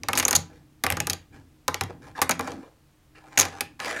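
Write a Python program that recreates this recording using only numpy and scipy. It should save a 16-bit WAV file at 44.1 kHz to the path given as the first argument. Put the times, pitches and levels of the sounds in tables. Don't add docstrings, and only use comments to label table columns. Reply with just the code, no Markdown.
import sys
import numpy as np
from scipy import signal
from scipy.fft import rfft, irfft, next_fast_len
from scipy.io import wavfile
from scipy.ndimage import uniform_filter1d, map_coordinates

SR = 44100
rng = np.random.default_rng(int(sys.argv[2]) if len(sys.argv) > 2 else 0)


def output_pcm(signal):
    pcm = np.clip(np.atleast_2d(signal).T, -1, 1) * 32767
    wavfile.write(sys.argv[1], SR, np.round(pcm).astype(np.int16))


N = 176400
T = np.arange(SR // 3) / SR

# (time [s], table knock [dB], clack [dB], crack [dB], chip ring [dB], treble snap [dB], T60 of the impact [s])
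CONTACTS = [(0.0339, -30, -26, -26, -38.5, -42.5, 0.004), (0.0852, -13, -19.5, -18, -40, -22, 0.015),
            (0.1316, -18, -14, -22.5, -29, -23, 0.016), (0.1531, -20, -35.5, -20.5, -23, -29.5, 0.095),
            (0.1746, -20, -13, -18, -16.5, -16, 0.033), (0.1791, -22, -17.5, -23, -13, -19.5, 0.052),
            (0.1869, -21.5, -36, -21.5, -28, -16.5, 0.031), (0.198, -20, -13, -16.5, -13, -20, 0.031),
            (0.2266, -20.5, -19.5, -22.5, -36.5, -28, 0.037),
            (0.2512, -18, -23.5, -21.5, -4.5, -20, 0.0085), (0.281, -17, -17.5, -17, -13, -16, 0.03),
            (0.3089, -19.5, -21.5, -20.5, -11.5, -16.5, 0.017),
            (0.3288, -15.5, -15, -15.5, -16.5, -22.5, 0.017), (0.3511, -19, -24, -19.5, -9.5, -16.5, 0.012),
            (0.354, -40.5, -36.5, -14, -7.5, -23, 0.0085), (0.3591, -38.5, -35.5, -15, -7, -15.5, 0.02014),
            (0.3629, -22.5, -26.5, -16, -7.5, -20, 0.013), (0.8375, -14, -15.5, -16, -20.5, -18.5, 0.0099),
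            (0.8449, -21, -31, -26, -50.5, -32, 0.0077), (0.865, -17.5, -12.5, -22.5, -42.5, -23.5, 0.01),
            (0.902, -19, -13, -21.5, -34.5, -18.5, 0.0017), (0.9125, -30, -34.5, -33.5, -43.5, -35, 0.008),
            (0.9224, -22.5, -18.5, -22.5, -32, -24, 0.014), (0.9692, -19.5, -26, -27.5, -28.5, -32, 0.019),
            (1.002, -21.5, -16, -20.5, -16.5, -21.5, 0.0098), (1.0698, -20.5, -24, -23, -21.5, -22, 0.019),
            (1.098, -40, -21.5, -16, -15.5, -21, 0.029), (1.1043, -25.5, -29, -25, -29, -26.5, 0.0044),
            (1.1316, -29, -28.5, -21.5, -18.5, -26.5, 0.011),
            (1.68, -12.5, -21.5, -16, -21.5, -20.5, 0.012), (1.7432, -23, -18.5, -20, -26, -28, 0.0068),
            (1.8097, -16.5, -17, -19.5, -26, -25, 0.017), (1.8356, -31.5, -33.5, -34, -32.5, -35.5, 0.012),
            (2.2163, -10.5, -14.5, -14.5, -16, -14.5, 0.054), (2.2936, -11, -15.5, -19, -21, -16, 0.012),
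            (2.3098, -28.5, -22, -22.5, -13, -21.5, 0.012),
            (2.3143, -20.5, -16.5, -19.5, -22.5, -31, 0.032), (2.3937, -15.5, -49.5, -29, -32, -31, 0.0065),
            (2.4092, -29, -28.5, -31, -50, -36, 0.007), (2.474, -21.5, -38.5, -37.5, -34.5, -45, 0.027),
            (2.5181, -29.5, -39.5, -36.5, -39, -52, 0.014), (3.3749, -16, -10.5, -30, -11, -22.5, 0.022),
            (3.378, -17.5, -21.5, -14, -9.5, -22, 0.063), (3.388, -17.5, -21, -33, -10.5, -15.5, 0.0072),
            (3.394, -18.5, -16, -26.5, -8, -19, 0.0075), (3.398, -17, -14, -9.5, -3.5, -10.5, 0.013),
            (3.4092, -17, -17, -15, -8.5, -17, 0.028), (3.4159, -34, -18.5, -16, -11, -26, 0.06),
            (3.4289, -23.5, -18.5, -27.5, -28, -39.5, 0.016), (3.452, -27, -24, -25, -33, -34.5, 0.021),
            (3.6074, -23, -16, -18.5, -30.5, -19, 0.022), (3.801, -30, -25.5, -28.5, -53, -43.5, 0.006),
            (3.859, -29, -24.5, -30.5, -38, -38, 0.021)]
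# (time [s], level [dB])
STACK_THUDS = [(0.337, -29), (0.364, -21), (0.921, -17.5), (1.003, -20), (1.09, -22.5), (1.814, -14.5)]
# (frequency [Hz], relative level [dB])
CHIP_MODES = [(5950, -12), (6330, -14.5), (6590, -1), (7030, -7.5)]
# (frequency [Hz], relative level [dB], T60 [s])
TABLE_MODES = [(261, -16.5, .14), (501, -11.5, 0.045), (781, -7, 0.043), (816, -5, 0.069),
               (1016, -8.5, 0.051), (1176, -2, 0.04), (1440, -4.5, 0.018), (1646, -15, 0.037),
               (2300, -8, 0.034)]
# (frequency [Hz], relative level [dB], T60 [s])
FRAME_MODES = [(91.1, 1, 0.35), (92.4, -1.5, 0.23), (131.3, -5, 0.23), (165.5, -7, 0.42), (216, -4, 0.17)]
# (time [s], length [s], first level [dB], last level [dB], centre of the rub [Hz], brightness [dB per octave])
SLIDE_EVENTS = [(.49, 0.081, -61.5, -59, 596, 0.5), (1.322, 0.044, -52.5, -52.5, 700, 0.5),
                (1.889, 0.026, -34.5, -48.5, 803, -2.5), (2.013, 0.061, -57, -50, 850, 1),
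                (2.151, .05, -37.5, -43.5, 1300, 1), (2.41, 0.12, -38.5, -47, 600, 0.5),
                (2.462, 0.014, -36.5, -44.5, 1215, 3), (2.515, 0.15, -54, -55.5, 1010, 0),
                (3.149, 0.047, -44, -58, 2100, -1.5), (3.169, 0.29, -66.5, -41, 892, .5),
                (3.451, 0.19, -44, -51, 1110, 1), (3.792, 0.096, -34.5, -39, 1710, 1.5),
                (3.86, 0.14, -33, -39.5, 1720, 1.5)]
# (frequency [Hz], level [dB])
SCRAPE_COLOUR = [(120, -18), (450, 2.5), (1800, -6), (3200, -9.5), (7000, -12.5), (8100, -18),
                 (9600, -18.5), (16000, -39)]
# (frequency [Hz], width [Hz], level [dB])
PRESSED_RESONANCES = [(285, 120, -3), (487.5, 14, 12), (798, 30, 4), (1052, 24, 4), (1287, 70, -9),
                      (1674, 85, 4.5), (2380, 48, -3.5), (6600, 700, -25)]
# (time [s], length [s], level [dB], resonance [Hz])
DRAG_EVENTS = [(2.176, 0.024, -33.5, 860), (2.29, 0.019, -38, 282), (2.335, 0.12, -43.5, 251.3),
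               (2.51, 0.12, -43, 269.4), (2.625, 0.064, -52.5, 480), (3.862, 0.12, -41, 647),
               (3.872, 0.086, -44.5, 1710)]
# (time [s], level [dB])
HANDLING_LEVEL = [(0, -50.5), (.25, -41), (.45, -53), (.78, -62), (1.0, -37.5), (1.27, -68), (1.34, -48.5),
                  (1.6, -67.5), (1.9, -49), (2.55, -58.5), (2.76, -72), (3.1, -71.5), (3.5, -56),
                  (4, -59.5)]
# (frequency [Hz], level [dB])
RUMBLE_COLOUR = [(30, -19.5), (90, 1), (200, -11), (280, -2.5), (400, -18), (3000, -59)]
# (frequency [Hz], level [dB])
AIR_COLOUR = [(20, -8.5), (36, -3), (70, -1.5), (140, -9), (400, -18.5), (2000, -26), (16000, -36.5)]
# (frequency [Hz], level [dB])
HUM_BANDS = [(140, -65.5), (310, -65.5)]
# (frequency [Hz], T60 [s])
ROOM_DECAY = [(100, 0.23), (1000, 0.32), (6500, 0.22), (14000, 0.14)]
# (frequency [Hz], level [dB])
ROOM_LEVEL = [(100, -9.5), (1500, -10), (3500, -12), (6500, -18), (10000, -18), (15000, -18.5)]

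GRAZE_S, GRAZE_DB, SLAP_DB = 0.0006, -16, 1.5
AFTER = np.maximum(T - GRAZE_S, 0)
RISE_SHARE = 0.06
CHATTER_DB, CHATTER_HZ = 1.5, 2840
MUFFLED_DB = -12
SCATTER_T60_S = 0.018
CRACK_DB, SNAP_DB, RING_DB = 1, 2, -2
CHIP_T60_S, RING_SCATTER, CHIP_SPREAD_DB = 0.013, 0.0037, 3

KNOCK_DB, KNOCK_RISE_S, TABLE_SCATTER, TABLE_SPREAD_DB = -3, 0.0041, 0.02, 2
CLUNK_DB, CLUNK_T60_S = -2.5, 0.047
BODY_DB, BODY_T60_S = -6.5, 0.093
FIRM_DB, CLUNK_GROWTH, BODY_SHRINK = -16.5, 0.47, 0.25
THUMP_DB, THUMP_RISE_S = -10.5, 0.01

SLIDE_DB, SLIDE_ATTACK_S, SLIDE_RELEASE_S = 3, 0.011, 0.028
RUB_OCTAVES, RUB_LIFT_DB = 1, 7
GRIT_PER_S, GRIT_DB = 220, 1
SCRAPE_RING_DB, PATCH_DB = 1, 3.5
SLIPS_PER_S, SLIP_UNEVEN_DB, DRAG_Q = 320, 5, 3.8

AIR_DB, HUM_WIDTH_HZ = -61, 3
WALL_S = 0.003
TOP_HZ, CEILING = 15950, 0.75


def clacks():
    out = np.zeros(N)
    chip_modes = [(hz, db, CHIP_T60_S) for hz, db in CHIP_MODES]
    for s, knock_db, clack_db, crack_db, ring_db, snap_db, t60 in CONTACTS:
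        chip = amp(ring_db + RING_DB) * ring(chip_modes, 0.00028, RING_SCATTER, CHIP_SPREAD_DB)
        ringing = chip + amp(knock_db) * table_knock(knock_db)
        direct = impact(clack_db, crack_db, snap_db, t60, SLAP_DB)
        scattered = impact(clack_db, crack_db, snap_db, SCATTER_T60_S, MUFFLED_DB)
        add(out, s, in_room(direct + ringing, scattered + ringing))
    return out


def impact(clack_db, crack_db, snap_db, t60, slap_db):
    clack = amp(clack_db) * burst(1600, 2850, t60, slap_db)
    crack = amp(crack_db + CRACK_DB) * burst(3350, 6260, t60, slap_db)
    snap = amp(snap_db + SNAP_DB) * burst(7150, 12600, 0.98 * t60, slap_db)
    return clack + crack + snap


def table_knock(knock_db):
    above_firm_db = knock_db - FIRM_DB
    top = amp(KNOCK_DB) * ring(TABLE_MODES, KNOCK_RISE_S, TABLE_SCATTER, TABLE_SPREAD_DB)
    clunk_gain = amp(CLUNK_DB + CLUNK_GROWTH * above_firm_db)
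    clunk = clunk_gain * burst(790, 1680, CLUNK_T60_S, MUFFLED_DB)
    body_gain = amp(BODY_DB - BODY_SHRINK * above_firm_db)
    body = body_gain * burst(245, 620, BODY_T60_S, MUFFLED_DB)
    thump = amp(THUMP_DB) * ring(FRAME_MODES, THUMP_RISE_S, scatter=0.03, spread_db=2.5)
    return top + clunk + body + thump


def burst(lo_hz, hi_hz, t60, slap_db):
    band = signal.butter(2, [lo_hz, hi_hz], 'band', fs=SR, output='sos')
    grain, touches = rng.standard_normal((2, len(T)))
    chatter_db = CHATTER_DB * np.interp(T * CHATTER_HZ, np.arange(len(T)), touches)
    decay = amp(chatter_db - 60 * AFTER / t60)
    rise = amp(GRAZE_DB) + 1 - np.exp(-AFTER / (RISE_SHARE * t60))
    rattle = signal.sosfilt(band, grain * decay * rise)
    slap = signal.sosfilt(band, signal.unit_impulse(len(T), round(GRAZE_S * SR)))
    return blow(blow(rattle) + amp(slap_db) * blow(slap))


def ring(modes, rise_s, scatter, spread_db):
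    hz, db, t60 = np.transpose(modes)[:, :, None]
    size, tune, phase = rng.standard_normal((3, len(modes), 1))
    tuned_hz = hz * (1 + scatter * tune)
    decay = amp(db + spread_db * size - 60 * AFTER / t60)
    waves = np.sin(2 * np.pi * (tuned_hz * T + phase)) * decay
    return blow(waves.sum(0) * (1 - np.exp(-AFTER / rise_s)))


def thuds():
    out = np.zeros(N)
    for s, db in STACK_THUDS:
        thud = ring(FRAME_MODES, THUMP_RISE_S, scatter=0.028, spread_db=2.5)
        add(out, s, in_room(amp(db) * thud))
    return out


def sliding():
    out = np.zeros(N)
    hz = np.fft.rfftfreq(len(T), 1 / SR)
    pressed = pressed_response(hz)
    for s, length, first_db, last_db, centre_hz, bright_db in SLIDE_EVENTS:
        catches = (rng.random(len(T)) < GRIT_PER_S / SR) * rng.standard_normal(len(T))
        rub = rfft(rng.standard_normal(len(T)) + amp(GRIT_DB) * unit(catches))
        octaves = np.log2((hz + 10) / centre_hz)
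        hump_db = RUB_LIFT_DB * np.exp(-(octaves / RUB_OCTAVES) ** 2)
        rub = rub * amp(hump_db + bright_db * np.maximum(octaves, -1))
        broad = unit(irfft(rub * amp(along(SCRAPE_COLOUR, hz))))
        body = unit(irfft(rub * pressed))
        rush = shifting(broad + amp(SCRAPE_RING_DB) * body)
        press_db = np.interp(T, [0, length], [first_db, last_db]) + wobble(90)
        attack = 1 - np.exp(-T / SLIDE_ATTACK_S)
        release = np.exp(-np.maximum(T - length, 0) / SLIDE_RELEASE_S)
        add(out, s, in_room(amp(SLIDE_DB + press_db) * attack * release * rush))
    return out


def pressed_response(hz):
    response = 0
    for k, (centre, width, db) in enumerate(PRESSED_RESONANCES):
        damping = 1j * hz * width
        response = response + (-1) ** k * amp(db) * damping / (centre ** 2 - hz ** 2 + damping)
    return response


def shifting(x):
    z = signal.stft(x, nperseg=512)[2]
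    field = uniform_filter1d(rng.standard_normal(z.shape), size=4, axis=0)
    field = uniform_filter1d(field, size=7, axis=1)
    patched = signal.istft(z * amp(PATCH_DB * unit(field)), nperseg=512)[1]
    return unit(patched[:len(x)])


def dragging():
    out = np.zeros(N)
    for s, length, db, hz in DRAG_EVENTS:
        rate = SLIPS_PER_S * amp(SLIP_UNEVEN_DB * wobble(SLIPS_PER_S))
        slipping = np.diff(np.floor(np.cumsum(rate / SR)), prepend=0)
        slips = slipping * rng.standard_normal(len(T)) * (T < length)
        decay = np.exp(-np.pi * hz * T / DRAG_Q)
        resonance = np.sin(2 * np.pi * hz * T) * decay * (1 - np.exp(-hz * T))
        groan = unit(signal.fftconvolve(slips, resonance)[:len(T)])
        add(out, s, in_room(amp(db) * groan * np.sqrt(length / T[-1])))
    return out


def background():
    hum = np.zeros(N)
    for centre, db in HUM_BANDS:
        narrow = filtered(rng.standard_normal(N), lambda hz: 1 / (1 + ((hz - centre) / HUM_WIDTH_HZ) ** 2))
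        hum += amp(db) * unit(narrow)
    return level(HANDLING_LEVEL) * noise(RUMBLE_COLOUR) + amp(AIR_DB) * noise(AIR_COLOUR) + hum


def room(x):
    hz, t, z = signal.stft(rng.standard_normal(SR // 2), SR, nperseg=256)
    t60 = along(ROOM_DECAY, hz)[:, None]
    per_energy = np.sqrt(2 * np.log(1000) / (t60 * SR))
    gain = amp(along(ROOM_LEVEL, hz))[:, None] * per_energy
    tail = signal.istft(z * gain * amp(-60 * t / t60), SR, nperseg=256)[1]
    return signal.fftconvolve(x, np.r_[np.zeros(round(WALL_S * SR)), tail])


def in_room(x, scattered=None):
    wet = room(x if scattered is None else scattered)
    return wet + np.pad(x, (0, len(wet) - len(x)))


def amp(db):
    return 10 ** (np.asarray(db) / 20)


def unit(x):
    return x / np.sqrt(np.mean(x ** 2) + 1e-20)


def blow(x):
    return x / np.sqrt(np.sum(x ** 2) * 1000 / SR + 1e-20)


def along(points, hz):
    f, v = np.transpose(points)
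    return np.interp(np.log(hz + 1), np.log(f + 1), v)


def level(points):
    s, db = np.transpose(points)
    return amp(np.interp(np.arange(N) / SR, s, db))


def wobble(rate):
    return map_coordinates(rng.standard_normal(len(T)), [T * rate])


def filtered(x, response):
    m = next_fast_len(N + SR // 2)
    return irfft(rfft(x, m) * response(np.fft.rfftfreq(m, 1 / SR)), m)[:N]


def noise(colour):
    return unit(filtered(rng.standard_normal(N), lambda hz: amp(along(colour, hz))))


def add(track, s, x):
    part = track[max(round(s * SR), 0):][:len(x)]
    part += x[:len(part)]


def scene():
    return (clacks() + thuds() + sliding() + dragging() + background())[None]


def record(dry):
    rounded = dry[0] / (1 + np.abs(dry[0] / CEILING) ** 6) ** (1 / 6)
    return filtered(rounded, lambda hz: 1 / np.sqrt(1 + (hz / TOP_HZ) ** 160))[None]


dry = scene()
out = record(dry)
output_pcm(out)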